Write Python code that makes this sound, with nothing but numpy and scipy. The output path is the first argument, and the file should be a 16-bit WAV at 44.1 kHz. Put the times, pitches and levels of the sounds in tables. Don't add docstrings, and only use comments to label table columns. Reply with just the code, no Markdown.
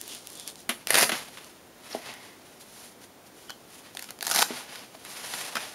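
import sys
import numpy as np
from scipy import signal
from scipy.fft import rfft, irfft, next_fast_len
from scipy.io import wavfile
from scipy.ndimage import map_coordinates

SR = 44100
rng = np.random.default_rng(int(sys.argv[2]) if len(sys.argv) > 2 else 0)


def bounce(signal):
    frames = np.transpose(np.atleast_2d(signal))
    limited = np.clip(frames, -1, 1)
    pcm = np.round(limited * 32767).astype(np.int16)
    wavfile.write(sys.argv[1], SR, pcm)


N = 253207

# start t/s, full pull t/s, free t/s, start level/dB, full level/dB
TAB_PULLS = [(.872, .975, 1.047, -41, -23.5), (4.21, 4.385, 4.433, -47.5, -26)]
# t/s, level/dB, decay/s
HOOK_CLUMPS = [(.8715, -13.5, .0016), (0.9049, -6.5, 0.0039), (0.943, -7, 0.004), (0.954, -6, 0.003),
               (.984, -5.5, 0.0021), (1.011, -17, 0.0015), (1.029, -10.5, 0.0029), (1.044, -14.5, 0.0022),
               (4.209, -20, .0014), (4.2265, -16, 0.0025), (4.25, -22, .002), (4.2677, -13.5, 0.0034),
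               (4.2795, -15, 0.0012), (4.3003, -12, 0.0011), (4.313, -9, 0.0021), (4.318, -13.5, 0.0022),
               (4.348, -13, 0.0035), (4.3603, -9.5, .004), (4.389, -10, 0.0044), (4.4217, -11.5, 0.0043)]
# f/Hz, level/dB
PANEL_1_EQ = [(30, -65), (85, -26), (160, -10), (350, -8.5), (720, -2.5), (1150, -7), (1900, 1), (2750, -3),
              (3150, -8), (5000, -4.5), (8000, -12.5), (10300, -3.5), (13000, -14), (15500, -22)]
PANEL_2_EQ = [(30, -55), (85, -31), (200, -7), (520, -6), (780, 5.5), (1150, -3), (1420, 2), (3000, -2.5),
              (5100, 1.5), (8000, -4.5), (10400, -1.5), (13000, -6), (15500, -17.5)]
# t/s, level/dB, snap re level/dB, t60/s
HAND_SLAPS = [(.692, -16, 0.5, 0.096), (1.093, -16.5, -2.5, 0.059), (1.118, -19.5, -11, 0.17),
              (1.372, -32.5, -26, 0.045), (1.383, -34.5, -18, 0.035), (4.088, -33.5, -9, 0.061),
              (5.338, -25.5, -21, 0.017), (5.555, -20, -8, 0.053), (5.568, -19.5, -23, 0.059)]
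# f/Hz, level/dB
CONTENTS_EQ = [(30, -14), (90, -20), (220, 3), (400, -4.5), (630, 3.5), (950, -0.5), (1300, 3.5), (2100, 3),
               (3200, 1), (5000, -6), (9000, -13), (15500, -21)]
SKIN_EQ = [(100, -55), (1500, -14), (4500, -9), (8500, -5), (10100, 10), (11500, 3), (15500, -12)]
# t/s, level/dB, cutoff/Hz
BAG_BUMPS = [(0.699, -16.5, 259), (1.027, -19, 1000), (1.094, -25.5, 1100), (1.122, -15, 295),
             (1.9481, -20.5, 860), (2.09, -33, 750), (4.393, -29, 500), (4.505, -15.5, 374),
             (4.948, -38.5, 1080)]
# f/Hz, level/dB, t60/s
BAG_MODES = [(247.6, -4, 0.16), (332, -7.5, 0.077), (414, 2, 0.061), (540, -18, 0.02), (652.5, 7.5, 0.11),
             (777, 8.5, 0.031), (1054, 5, 0.045)]
# t/s, level/dB
HOLLOW_CLACKS = [(3.496, -29), (3.504, -25.5), (4.422, -12.5), (4.426, -10.5), (4.757, -29.5), (5.338, -23),
                 (5.554, -20.5), (5.569, -28)]
# f/Hz, width/Hz, level/dB
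CLACK_MODES = [(900, 500, -1), (1470, 240, 3.5), (2350, 630, -8), (3090, 620, -8.5), (4150, 790, -3.5)]
# fastest t/s, rise/s, fall/s, level/dB, sheen re level/dB
HAND_STROKES = [(.79, 0.042, 0.11, -56, -11), (1.145, 0.013, 0.086, -37.5, -7.5),
                (1.35, 0.24, 0.21, -52.5, -5), (1.95, 0.11, 0.06, -44.5, -6.5),
                (2.08, 0.055, 0.064, -40.5, -11.5), (2.23, 0.065, 0.12, -50.5, -9),
                (2.479, .1, 0.14, -59, -3.5), (2.615, 0.017, 0.021, -59, 5.5), (2.83, 0.15, 0.08, -54.5, 2),
                (3.041, 0.031, .02, -54, -0.5), (3.27, 0.017, 0.02, -62, 4), (3.39, .06, 0.19, -59, -1.5),
                (3.76, 0.085, 0.093, -55, -0.5), (3.87, 0.044, 0.043, -51.5, -10),
                (4.025, 0.07, 0.08, -53.5, -0.5), (4.511, 0.034, 0.053, -39.5, -11),
                (4.584, 0.056, 0.048, -41, -5.5), (4.76, 0.096, 0.089, -44, -8),
                (4.951, 0.013, 0.009, -47.5, -11), (5.06, 0.0097, 0.013, -42.5, -22),
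                (5.1, .03, 0.06, -51.5, 0), (5.401, 0.25, 0.093, -39, -3), (5.63, 0.19, 0.15, -42, -6.5)]
# f/Hz, level/dB
SCUFF_EQ = [(30, -48), (100, -5.5), (250, -6), (750, 4), (1200, 1.5), (2000, 2), (3000, 0.5), (4800, -2),
            (7000, -12), (10000, -25), (15500, -41)]
SHEEN_EQ = [(100, -75), (1000, -23), (3000, -3.5), (6000, -2), (8500, -4.5), (10500, 0.5), (12500, -7.5),
            (15500, -18)]
# t/s, level/dB
CREASE_FLIPS = [(1.445, -32.5), (2.139, -29), (3.950, -25.5), (3.971, -17.5), (3.993, -19.5),
                (4.0244, -21.5), (4.042, -25.5), (4.1063, -21), (4.189, -29.5), (4.793, -33), (5.05, -26)]
# fastest t/s, rise/s, fall/s, level/dB
CLOTH_SWEEPS = [(.005, 0.015, 0.046, -46.5), (.125, 0.077, 0.069, -40), (.41, 0.19, .05, -45.5),
                (.485, 0.023, 0.024, -39.5), (.6, 0.036, 0.036, -48.5)]
# t/s, level/dB
CLOTH_CRACKLES = [(.014, -16.5), (.079, -21.5), (.272, -19), (.303, -26), (.320, -30.5), (.355, -27),
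                  (.398, -21), (.477, -15), (.557, -27)]
# f/Hz, level/dB
SWISH_EQ = [(60, -48), (300, 3), (1200, -5.5), (2400, -3), (3300, 1), (4200, 1.5), (6000, 0.5),
            (8500, -1.5), (10500, -0.5), (13000, -11), (15500, -19)]
CRACKLE_EQ = [(100, -50), (800, -25), (3000, -3), (6000, -0.5), (10500, 6), (15500, -8)]
# centre t/s, half length/s, f/Hz, width/Hz, level/dB
NARROW_RINGS = [(0.122, 0.031, 3200, 1100, -47), (0.41, 0.036, 3480, 550, -51.5),
                (0.484, 0.02, 3520, 550, -48.5), (1.921, 0.012, 5580, 493, -46),
                (1.93, 0.0031, 4800, 1600, -38.5), (2.095, 0.0074, 2730, 900, -46),
                (2.145, 0.14, 2020, 380, -55), (3.506, 0.013, 3150, 400, -44.5)]
# f/Hz, t60/s
ROOM_T60 = [(100, 0.59), (250, 0.29), (1000, 0.21), (4000, 0.22), (10000, 0.34), (16000, 0.24)]
# f/Hz, level/dB
AIR_EQ = [(13, -59), (22, -19), (253, -2), (392, -3.5), (462, -5), (698, -6), (1180, -12), (1930, -15),
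          (2830, -18), (3070, -17), (3720, -18), (4040, -19.5), (7810, -21), (15500, -24.5)]


def tab_rip(pull, panel_eq, snap_db, decay_s, tear_db):
    start_s, full_s, free_s, start_db, full_db = pull
    rows_per_s, jitter, quicken, release_s = 125, .25, 1.25, 0.0078
    t = np.arange(N) / SR
    pull_db = lambda s: np.interp(s, [start_s, full_s], [start_db, full_db])
    tear = amp(pull_db(t)) * (t > start_s) * np.clip((free_s - t) / release_s, 0, 1)
    bunching = amp(3 * np.clip(wobble(350), -1.5, 1.5))
    singles = tear * colour(unit(grains(per_s=5400, spread_db=-0.5) * bunching), panel_eq)
    lag, strength = rng.uniform(-1, 1, size=(60, 2)).T
    span_s = free_s - start_s
    peeled = np.abs(np.arange(1, len(lag) + 1) + jitter * lag) / (rows_per_s * span_s)
    row_s = start_s + span_s * peeled ** (1 / quicken)
    row_db = pull_db(row_s) + 14 + 2.2 * strength
    rows = [(s, db) for s, db in zip(row_s, row_db) if s < free_s]
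    clumps = sum(snaps([(s, db)], clump_decay_s, panel_eq)
                 for s, db, clump_decay_s in HOOK_CLUMPS if start_s - .5 < s < free_s + .5)
    return amp(snap_db) * (clumps + snaps(rows, decay_s, panel_eq)) + amp(tear_db) * singles


def hand_slaps():
    contents = bursts([(s, db, t60) for s, db, _, t60 in HAND_SLAPS])
    skin = bursts([(s, db + snap_db, 0.49 * t60) for s, db, snap_db, t60 in HAND_SLAPS])
    return amp(-5) * colour(contents, CONTENTS_EQ) + amp(-8.5) * colour(skin, SKIN_EQ)


def bag_thuds():
    out, t = np.zeros(N), np.arange(SR // 4) / SR
    deepest_s = .002
    for s, db, cutoff_hz in BAG_BUMPS:
        ring = sum(amp(mode_db - 60 * t / t60) * np.cos(2 * np.pi * hz * (t - deepest_s))
                   / (1 + (hz / cutoff_hz) ** 4) for hz, mode_db, t60 in BAG_MODES)
        shove = 1 + 2 * np.exp(-t / 0.0046)
        attack = 1 - np.exp(-t / 0.0013)
        add(out, s, amp(db - 15) * ring * shove * attack)
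    low_cut = signal.butter(3, 150, "high", fs=SR, output="sos")
    return signal.sosfilt(low_cut, out)


def hollow_clacks():
    impact = bursts([(s, db, .014) for s, db in HOLLOW_CLACKS])
    ring = sum(amp(db) * signal.lfilter(*signal.iirpeak(hz, hz / width_hz, SR), impact)
               for hz, width_hz, db in CLACK_MODES)
    return amp(7) * ring + amp(-20) * colour(impact, SHEEN_EQ)


def nylon_rub():
    scuff_gain = swells([(s, rise, fall, db) for s, rise, fall, db, _ in HAND_STROKES])
    sheen_gain = swells([(s, rise, fall, db + sheen_db) for s, rise, fall, db, sheen_db in HAND_STROKES])
    stick_slip = amp(1.56 * wobble(70))
    scuff = scuff_gain * colour(grains(per_s=7000, spread_db=3.5), SCUFF_EQ)
    sheen = amp(4) * sheen_gain * colour(grains(per_s=18000, spread_db=3.5), SHEEN_EQ)
    ticks = snaps(CREASE_FLIPS, decay_s=0.0018, eq=PANEL_2_EQ)
    return stick_slip * (scuff + sheen) + amp(-10) * ticks


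def cloth_swish():
    swish = colour(grains(per_s=14000, spread_db=4.5), SWISH_EQ)
    specks = amp(-9) * colour(grains(per_s=210, spread_db=6.5), CRACKLE_EQ)
    crackle = snaps(CLOTH_CRACKLES, decay_s=0.00032, eq=CRACKLE_EQ)
    return amp(-1.5) * swells(CLOTH_SWEEPS) * (swish + specks) + amp(-5.5) * crackle


def narrow_rings():
    t = np.arange(N) / SR
    return sum(amp(db) * np.exp(-.5 * ((t - s) / half_s) ** 2) * band_noise(hz, width_hz / 2)
               for s, half_s, hz, width_hz, db in NARROW_RINGS)


def room(x, wet_db, onset_s):
    hz, t, noise = signal.stft(rng.standard_normal(SR // 2), SR, nperseg=256)
    decay = amp(-60 * t / log_interp(ROOM_T60, hz)[:, None])
    tail = signal.istft(noise * decay, SR, nperseg=256)[1]
    tail *= np.clip(np.arange(len(tail)) / SR / onset_s, 0, 1) ** 2
    return x + amp(wet_db) * signal.fftconvolve(x, tail / np.linalg.norm(tail))[:N]


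def air():
    return amp(-52.5) * colour(rng.standard_normal(N), AIR_EQ)


def snaps(rows, decay_s, eq):
    out, t = np.zeros(N), np.arange(SR // 40) / SR
    for s, db in rows:
        flurry = rng.choice([-1, 1], len(t)) * np.exp(-(t / decay_s) ** 1.25)
        own_eq = [(hz, eq_db + 1.6 * rng.standard_normal()) for hz, eq_db in eq]
        snap = colour(flurry, own_eq)
        add(out, s, amp(db) * snap * np.sqrt(decay_s * SR) / np.linalg.norm(snap))
    return out


def bursts(rows):
    out, t = np.zeros(N), np.arange(SR // 5) / SR
    for s, db, t60 in rows:
        fade = np.exp(-np.log(1000) * t / t60)
        puff = rng.standard_normal(len(t)) * fade
        add(out, s, amp(db) * puff * np.linalg.norm(fade) / np.linalg.norm(puff))
    return out


def grains(per_s, spread_db):
    hit = rng.random(N) < per_s / SR
    size = amp(spread_db * np.minimum(rng.exponential(size=N), 4))
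    return unit(hit * size * rng.choice([-1, 1], N))


def swells(rows):
    power, t = np.zeros(N), np.arange(N) / SR
    shape = 1.45
    for s, rise_s, fall_s, db in rows:
        distance = np.maximum((s - t) / rise_s, (t - s) / fall_s).clip(0, 20)
        power += amp(db) ** 2 * np.exp(-2 * distance ** shape)
    return np.sqrt(power)


def band_noise(hz, half_width_hz):
    size = next_fast_len(N)
    f = np.fft.rfftfreq(size, 1 / SR)
    band = rfft(rng.standard_normal(size)) / (1 + ((f - hz) / half_width_hz) ** 4)
    return unit(irfft(band, size)[:N])


def wobble(knots_per_s):
    knots = rng.standard_normal(int(N * knots_per_s / SR) + 4)
    return map_coordinates(knots, [np.arange(N) * knots_per_s / SR])


def colour(x, eq):
    size = 4096
    gain = unit(amp(log_interp(eq, np.fft.rfftfreq(size, 1 / SR))))
    cepstrum = irfft(np.log(gain))
    cepstrum[1:size // 2] *= 2
    cepstrum[size // 2 + 1:] = 0
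    return signal.fftconvolve(x, irfft(np.exp(rfft(cepstrum))))[:N]


def log_interp(points, hz):
    f, values = np.transpose(points)
    return np.interp(np.log(hz + 1), np.log(f), values)


def add(track, s, sound):
    part = track[max(round(s * SR), 0):][:len(sound)]
    part += sound[:len(part)]


def amp(db):
    return 10 ** (np.asarray(db) / 20)


def unit(x):
    return x / np.sqrt(np.mean(x ** 2) + 1e-20)


def scene():
    first = tab_rip(TAB_PULLS[0], PANEL_1_EQ, snap_db=-7.5, decay_s=0.0015, tear_db=-0.5)
    second = tab_rip(TAB_PULLS[1], PANEL_2_EQ, snap_db=-8, decay_s=0.0014, tear_db=-1.5)
    rips = room(first, wet_db=-7.5, onset_s=0.013) + room(second, wet_db=-8.5, onset_s=0.004)
    handling = cloth_swish() + nylon_rub() + narrow_rings() + hollow_clacks()
    rustle = room(handling, wet_db=-11.5, onset_s=0.004)
    knocks = room(hand_slaps() + bag_thuds(), wet_db=-9.5, onset_s=0.01)
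    mid = rips + rustle + knocks + air()
    side = room(mid, wet_db=-58, onset_s=0.018) - mid
    return np.array([mid + side, mid - side])


def record(dry):
    low_hz, notch_hz, top_hz = 30, 7885, 15750
    size = next_fast_len(N + SR // 2)
    hz = np.fft.rfftfreq(size, 1 / SR)
    low_cut = 1 - 1 / (1 + (hz / low_hz) ** 4)
    notch = 1 - 0.94 / (1 + ((hz - notch_hz) / 110) ** 2)
    return irfft(rfft(dry, size) * low_cut * notch * (hz < top_hz), size)[:, :N]


dry = scene()
out = record(dry)
bounce(out)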